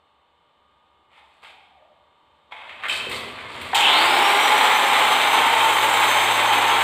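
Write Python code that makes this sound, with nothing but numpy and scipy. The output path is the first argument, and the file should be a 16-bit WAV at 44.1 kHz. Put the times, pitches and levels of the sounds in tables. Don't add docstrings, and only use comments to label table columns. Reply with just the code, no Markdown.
import sys
import numpy as np
from scipy import signal
from scipy.fft import rfft, irfft, next_fast_len
from scipy.io import wavfile
from scipy.ndimage import uniform_filter1d

SR = 44100
rng = np.random.default_rng(int(sys.argv[2]) if len(sys.argv) > 2 else 0)


def log_audio(samples):
    frames = np.atleast_2d(samples).T
    limited = np.clip(frames, -1, 1)
    pcm = np.round(limited * 32767).astype(np.int16)
    wavfile.write(sys.argv[1], SR, pcm)


N = 301203
T = np.arange(N) / SR

# time_s, shaft_hz
SHAFT_SPEED = [(4.3, 432), (4.72, 441), (5.05, 441), (5.45, 446.7), (5.95, 451.5), (6.5, 451),
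               (6.83, 454.5)]
# shaft_multiple, level_db
SHAFT_HARMONICS = [(2, -27.5), (3, -33), (4, -35.5), (7, -30.5), (8, -42), (12, -24.5)]
# frequency_hz, gain_db
BODY_RESPONSE = [(30, -70), (100, -30.5), (185, -23), (235, -14), (420, -8.5), (690, -4.5), (870, 1),
                 (1050, 2), (1450, -4), (1920, -4.5), (2170, -0.5), (2850, -6.5), (3130, -3.5),
                 (3380, -6.5), (3620, -5.5), (5200, -9), (9000, -42)]
GEAR_CASE_RESPONSE = [(1500, -36), (2500, -28), (3050, -21.5), (3700, -26.5), (4600, -24), (5500, -22.5),
                      (6100, -26.5), (6400, -25)]
# time_s, level_db
HISS_LEVELS = [(3.85, -47), (3.91, -45), (4.0, -41.5), (5.57, -41.5), (5.74, -38.5), (6.19, -40.5),
               (6.54, -42.5), (6.8, -42.5)]
HUM_LEVELS = [(3.85, -65), (3.93, -67), (4.05, -49), (4.54, -70), (4.56, -62), (4.79, -68), (4.93, -54),
              (5.34, -56), (5.48, -51), (6.4, -46), (6.8, -47.5)]
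# pitch_hz, bandwidth_hz, level_db
HOUSING_MODES = [(819, 17.5, 10), (861.6, 53, 13.5), (1095, 16, -39), (1276, 370, -14)]
PAD_MODES = [(2170, 260, 0), (2520, 220, -4), (3130, 300, -7)]
HANDLE_MODES = [(1480, 220, -4), (1700, 200, 0), (2100, 260, -7)]
CASING_MODES = [(2620, 94, -1), (3080, 140, 1.5), (3600, 120, -9), (4170, 92, -22), (5230, 130, -2),
                (7540, 560, -8)]
# start_s, part_struck, ring_db, crack_db
IMPACTS = [(1.176, "housing", -50, -64), (1.432, "housing", -41, -66), (1.445, "pad", -39.5, -70),
           (1.456, "casing", -48, -70), (2.519, "pad", -36, -68), (2.52, "housing", -33, -70),
           (2.692, "pad", -33, -54), (2.835, "handle", -22.5, -46), (2.853, "handle", -26.5, -40),
           (2.883, "casing", -21, -19), (2.894, "casing", -18.5, -28), (2.927, "casing", -23, -36),
           (3.095, "pad", -37, -18), (3.114, "pad", -31, -20), (3.385, "handle", -33.5, -50),
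           (3.612, "pad", -33, -20)]
# start_s, level_db
PALM_CONTACTS = [(3.066, -34.5), (3.124, -39)]
# start_s, length_s, attack_s, scrape_db, grit_db
RUB_STROKES = [(1.088, 0.11, .07, -52.5, -57), (1.223, 0.23, .02, -62.5, -61),
               (1.419, .08, 0.018, -51, -46.5), (2.506, 0.36, 0.013, -44.5, -53),
               (2.82, 0.64, 0.011, -39, -42.5), (2.892, .08, .012, -45, -22.5),
               (3.104, 0.063, .02, -36, -23.5), (3.474, 0.28, 0.029, -36.5, -36.5)]
# start_s, length_s, pitch_hz, level_db
CAVITY_RINGS = [(1.435, 0.36, 820, -54.5), (1.769, 0.195, 626, -58.5)]
# peak_s, level_db
WEIGHT_SHIFTS = [(3.12, -39), (3.66, -41.5)]
# frequency_hz, density_db
HISS_SPECTRUM = [(2500, -51), (5500, -0.5), (7000, 3.5), (8100, 4), (10500, 1.5), (15500, -1), (18000, -30)]
CRACK_SPECTRUM = [(2500, -18), (4500, 3), (6500, -4), (9000, 4), (13000, 1), (15500, -3), (18000, -30)]
SCRAPE_SPECTRUM = [(100, -30), (230, -11.5), (400, -10.5), (520, -2), (630, 6), (740, 2), (900, 6),
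                   (1180, 8), (1500, -1), (2160, 2.5), (2800, 0), (3600, -1.5), (5000, -11), (15000, -25)]
GRIT_SPECTRUM = [(2500, -16.5), (4500, 8), (6000, 1), (8000, 0.5), (11000, -0.5), (15500, -16),
                 (18000, -30)]
SHUFFLE_SPECTRUM = [(18, -49), (30, -28), (91, 0), (195, -10.5), (231, 0), (297, -6.5), (413, -0.5),
                    (700, -10), (910, -29), (1540, -120)]
AIR_SPECTRUM = [(25, -13), (45, -27), (70, 6.5), (105, -5.5), (300, -4.5), (600, -1.5), (720, -3),
                (900, 3.5), (1220, -4), (1350, -5), (2000, -10), (3600, -9), (5500, -11), (15000, -22)]
# pitch_hz, level_db
DRONE_PARTIALS = [(479.1, -87.5), (586.8, -80.5), (780.6, -78.5), (888.2, -78.5), (958.2, -76),
                  (995.9, -104), (1120, -77), (1152, -81), (1190, -78), (1217, -76), (2148, -84),
                  (2929, -82), (3047, -86), (3101, -83.5), (3488, -85), (3644, -83.5), (4269, -84)]
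# frequency_hz, gain_db
MICROPHONE_RESPONSE = [(3650, -0.5), (4300, -9.5), (5000, -18.5), (5700, -23), (6500, -21), (7300, -14.5),
                       (8150, -12), (9000, -16), (10000, -22), (12000, -22), (14000, -17), (15500, -20)]

SWITCH_ON_S = 3.745


def polisher(settle_db_per_s=0.73, build_s=0.077, sparks_s=0.062):
    running = since(SWITCH_ON_S)
    shaft_hz = motor_speed(running)
    angle = turning(shaft_hz * (1 + .0007 * walk(30)))
    load = unit((1 + 0.064 * np.cos(angle)) * undb(1.33 * walk(130) + 0.25 * walk(11)))
    gears_and_fan = grains(rate=3500, spread_db=0.5) + 0.77 * noise()
    rattle_db = -15.5 - settle_db_per_s * running - 6 * np.exp(-running / build_s)
    rattle = colour(load * gears_and_fan, BODY_RESPONSE) * undb(rattle_db)
    housing = unit(ring(load * grains(rate=1200, spread_db=-2.5), HOUSING_MODES))
    housing *= undb(-22.5 + 0.7 * walk(3.63))
    wet_friction = load * (grains(rate=4000, spread_db=-1) + noise())
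    hiss = colour(wet_friction, HISS_SPECTRUM) * undb(curve(HISS_LEVELS) + 24)
    sparks = unit(ring(grains(rate=750, spread_db=-3), [(6200, 3000, 0)]))
    sparks *= undb(-8.5) * np.exp(-(running / sparks_s) ** 2)
    return (rattle + housing + hiss + whine(shaft_hz, angle) + sparks) * np.minimum(running / 0.012, 1)


def motor_speed(running, kick_hz=112, gain_hz_per_s=860, shortfall_hz=325, lag_s=.235):
    accelerating = kick_hz + gain_hz_per_s * running
    settling = curve(SHAFT_SPEED) - shortfall_hz * np.exp(-running / lag_s)
    return np.minimum(accelerating, settling)


def whine(shaft_hz, angle, teeth=14):
    speed = shaft_hz / shaft_hz.max()
    strain = 1 - speed
    pulling = np.minimum(strain / .09, 1)
    shake = undb(-45 + 12 * pulling) * np.minimum(since(SWITCH_ON_S) / 0.28, 1) ** 2
    harmonics = 0
    for k, db in SHAFT_HARMONICS:
        gain = gain_at(k * shaft_hz, BODY_RESPONSE) * undb(db + walk(15))
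        harmonics += gain * np.sin(k * angle + 0.18 * walk(60))
    chatter = (.25 + 4 * strain) * walk(500) + 2 * strain * np.sin(angle)
    tooth = np.sin(teeth * angle + chatter) + undb(-6) * speed ** 4 * np.sin(2 * teeth * angle + chatter)
    flutter = np.abs(1 + .6 * walk(30))
    flare = undb(1 + 1.2 * walk(12))
    mesh = gain_at(teeth * shaft_hz, GEAR_CASE_RESPONSE) * flare * flutter * tooth
    growl = ring(noise() * (1 + .5 * np.cos(angle)), [(3090, 310, 0)]) * undb(-15.5)
    growl *= stroke(SWITCH_ON_S, length_s=.14, attack_s=.11, release_s=.035)
    return np.sqrt(2) * (shake * np.sin(angle) + harmonics * speed ** 4 + mesh) + growl


def spindle(hum_hz=109):
    hum = np.sqrt(2) * np.sin(turning(hum_hz * (1 + 0.0068 * walk(5)))) * undb(curve(HUM_LEVELS) + 1.1)
    rumble = colour(noise(), [(25, -54), (45, -103), (62, -14), (85, 55), (130, 45), (400, -58),
                              (2000, -90)])
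    return (hum + undb(-80) * rumble) * np.minimum(since(SWITCH_ON_S) / .05, 1)


def knocks(clunk_s=3.730, rise_s=0.0019, decay_s=0.0089, spill_db=-22):
    def contact(start_s, db):
        return undb(db) * stroke(start_s, rise_s / 2, rise_s, decay_s)

    parts = {"housing": HOUSING_MODES, "pad": PAD_MODES, "handle": HANDLE_MODES, "casing": CASING_MODES}
    force = {"housing": contact(clunk_s, -12.5), "pad": 0, "handle": 0,
             "casing": contact(SWITCH_ON_S, -13.5)}
    crack = contact(SWITCH_ON_S, -7)
    for start_s, struck, ring_db, crack_db in IMPACTS:
        crack += contact(start_s, crack_db)
        for part in parts:
            force[part] += contact(start_s, ring_db if part == struck else ring_db + spill_db)
    rings = sum(ring(force[part] * noise(), modes) for part, modes in parts.items())
    return undb(4.5) * rings + crack * colour(noise(), CRACK_SPECTRUM)


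def grabbing():
    force = sum(undb(db) * stroke(s, 0, attack_s=.003, release_s=.014) for s, db in PALM_CONTACTS)
    return ring(noise() * force, [(310, 90, -7), (417, 83, 4)]) * undb(4)


def rubbing(pad_ring_db=-6):
    scrape_gain = grit_gain = 0
    for start_s, length_s, attack_s, scrape_db, grit_db in RUB_STROKES:
        envelope = stroke(start_s, length_s, attack_s, release_s=0.021)
        scrape_gain += envelope * undb(scrape_db)
        grit_gain += envelope * undb(grit_db)
    slips = undb(1.25 * walk(90))
    catches = slips * grains(rate=3000, spread_db=1.5)
    scrape = colour(catches, SCRAPE_SPECTRUM) + undb(pad_ring_db) * ring(slips * noise(), PAD_MODES)
    grit = colour(slips * grains(rate=5000, spread_db=3.5), GRIT_SPECTRUM)
    return scrape * scrape_gain + grit * grit_gain


def lifting(sink_hz_per_s=160, fade_db_per_s=13, third_decay_s=0.21, roughness=1.1):
    out = 0
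    third_fade = np.exp(-since(CAVITY_RINGS[0][0]) / third_decay_s)
    for start_s, length_s, pitch_hz, db in CAVITY_RINGS:
        angle = turning(pitch_hz - sink_hz_per_s * np.minimum(since(start_s), length_s))
        first = unit((1 + roughness * walk(220)) * np.sin(angle) + roughness * walk(220) * np.cos(angle))
        third = unit(walk(400) * np.sin(3 * angle)) * third_fade
        envelope = undb(db - fade_db_per_s * since(start_s)) * stroke(start_s, length_s, 0.011, .02)
        out += (first + undb(-2) * third) * envelope
    return out


def shuffling(rise_db_per_s=55, fall_db_per_s=39):
    swells = sum(undb(db - rise_db_per_s * np.maximum(peak_s - T, 0) - fall_db_per_s * since(peak_s))
                 for peak_s, db in WEIGHT_SHIFTS)
    return colour(noise(), SHUFFLE_SPECTRUM) * swells


def background(rise_db=3, rise_s=2.3):
    drone = sum(undb(db + 2 * walk(5)) * np.sin(turning(hz * (1 + 0.00305 * walk(57))))
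                for hz, db in DRONE_PARTIALS)
    air = colour(noise(), AIR_SPECTRUM) * undb(-63.5 + .5 * walk(7.6))
    return (air + undb(5) * drone) * undb(rise_db * np.minimum(T / rise_s, 1))


def room(x, t60_s, treble_t60_s, wet_db, patterns=24):
    wet, hop = np.zeros(N + 2 * SR), N // patterns + 1
    for centre in range(0, N + hop, hop):
        i = np.arange(max(centre - hop, 0), min(centre + hop, N))
        crossfade = np.cos(np.pi / 2 * (i - centre) / hop)
        piece = signal.fftconvolve(x[i] * crossfade, reflections(t60_s, treble_t60_s))
        wet[i[0]:i[0] + len(piece)] += piece
    return (x + undb(wet_db) * wet[:N]) / np.sqrt(1 + undb(wet_db) ** 2)


def reflections(t60_s, treble_t60_s):
    t = T[:SR]
    tail = 0
    for band, decay_s in (("low", t60_s), ("high", treble_t60_s)):
        wash = signal.sosfilt(signal.butter(2, 4500, band, fs=SR, output="sos"), rng.standard_normal(SR))
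        tail += wash * (t > .003) * np.exp(-np.log(1000) * t / decay_s)
    return tail / np.sqrt(np.sum(tail ** 2))


def undb(db):
    return 10 ** (np.asarray(db) / 20)


def unit(x):
    return x / np.sqrt(np.mean(x ** 2))


def noise():
    return rng.standard_normal(N)


def grains(rate, spread_db):
    return unit((rng.random(N) < rate / SR) * noise()
                * undb(spread_db * np.minimum(rng.exponential(size=N), 4)))


def walk(rate_hz):
    hold = max(int(SR / rate_hz), 1)
    steps = np.repeat(noise()[:N // hold + 1], hold)
    return unit(uniform_filter1d(uniform_filter1d(steps, hold), hold)[:N])


def since(start_s):
    return np.maximum(T - start_s, 0)


def stroke(start_s, length_s, attack_s, release_s):
    return np.minimum(since(start_s) / attack_s, 1) * np.exp(-since(start_s + length_s) / release_s)


def curve(table):
    return np.interp(T, *np.transpose(table))


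def turning(hz):
    return 2 * np.pi * np.cumsum(hz) / SR


def gain_at(hz, response):
    frequency_hz, gain_db = np.transpose(response)
    return undb(np.interp(np.log(hz + 1), np.log(frequency_hz), gain_db))


def shape(x, response):
    size = next_fast_len(N + 4096)
    return irfft(rfft(x, size) * gain_at(np.arange(size // 2 + 1) * SR / size, response), size)[:N]


def colour(x, spectrum):
    return unit(shape(x, spectrum))


def ring(x, modes):
    out = sum(undb(db) * signal.lfilter(*signal.iirpeak(hz, hz / width, SR), x) for hz, width, db in modes)
    return out / np.sqrt(sum(undb(db) ** 2 * np.pi * width / SR for _, width, db in modes))


def scene():
    machine = room(polisher(), t60_s=1.0, treble_t60_s=1.0, wet_db=-1)
    contacts = room(knocks() + grabbing(), t60_s=1.0, treble_t60_s=0.67, wet_db=2.5)
    sliding = room(rubbing() + lifting(), t60_s=0.96, treble_t60_s=0.68, wet_db=-2)
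    mono = machine + contacts + sliding + spindle() + shuffling() + background()
    return np.array([mono, mono])


def record(dry, ceiling=.8, cutoff_hz=15550):
    heard = np.array([shape(channel, MICROPHONE_RESPONSE) for channel in dry])
    rounded = ceiling * np.tanh(heard / ceiling)
    return signal.sosfilt(signal.ellip(12, .2, 80, cutoff_hz, fs=SR, output="sos"), rounded)


dry = scene()
out = record(dry)
log_audio(out)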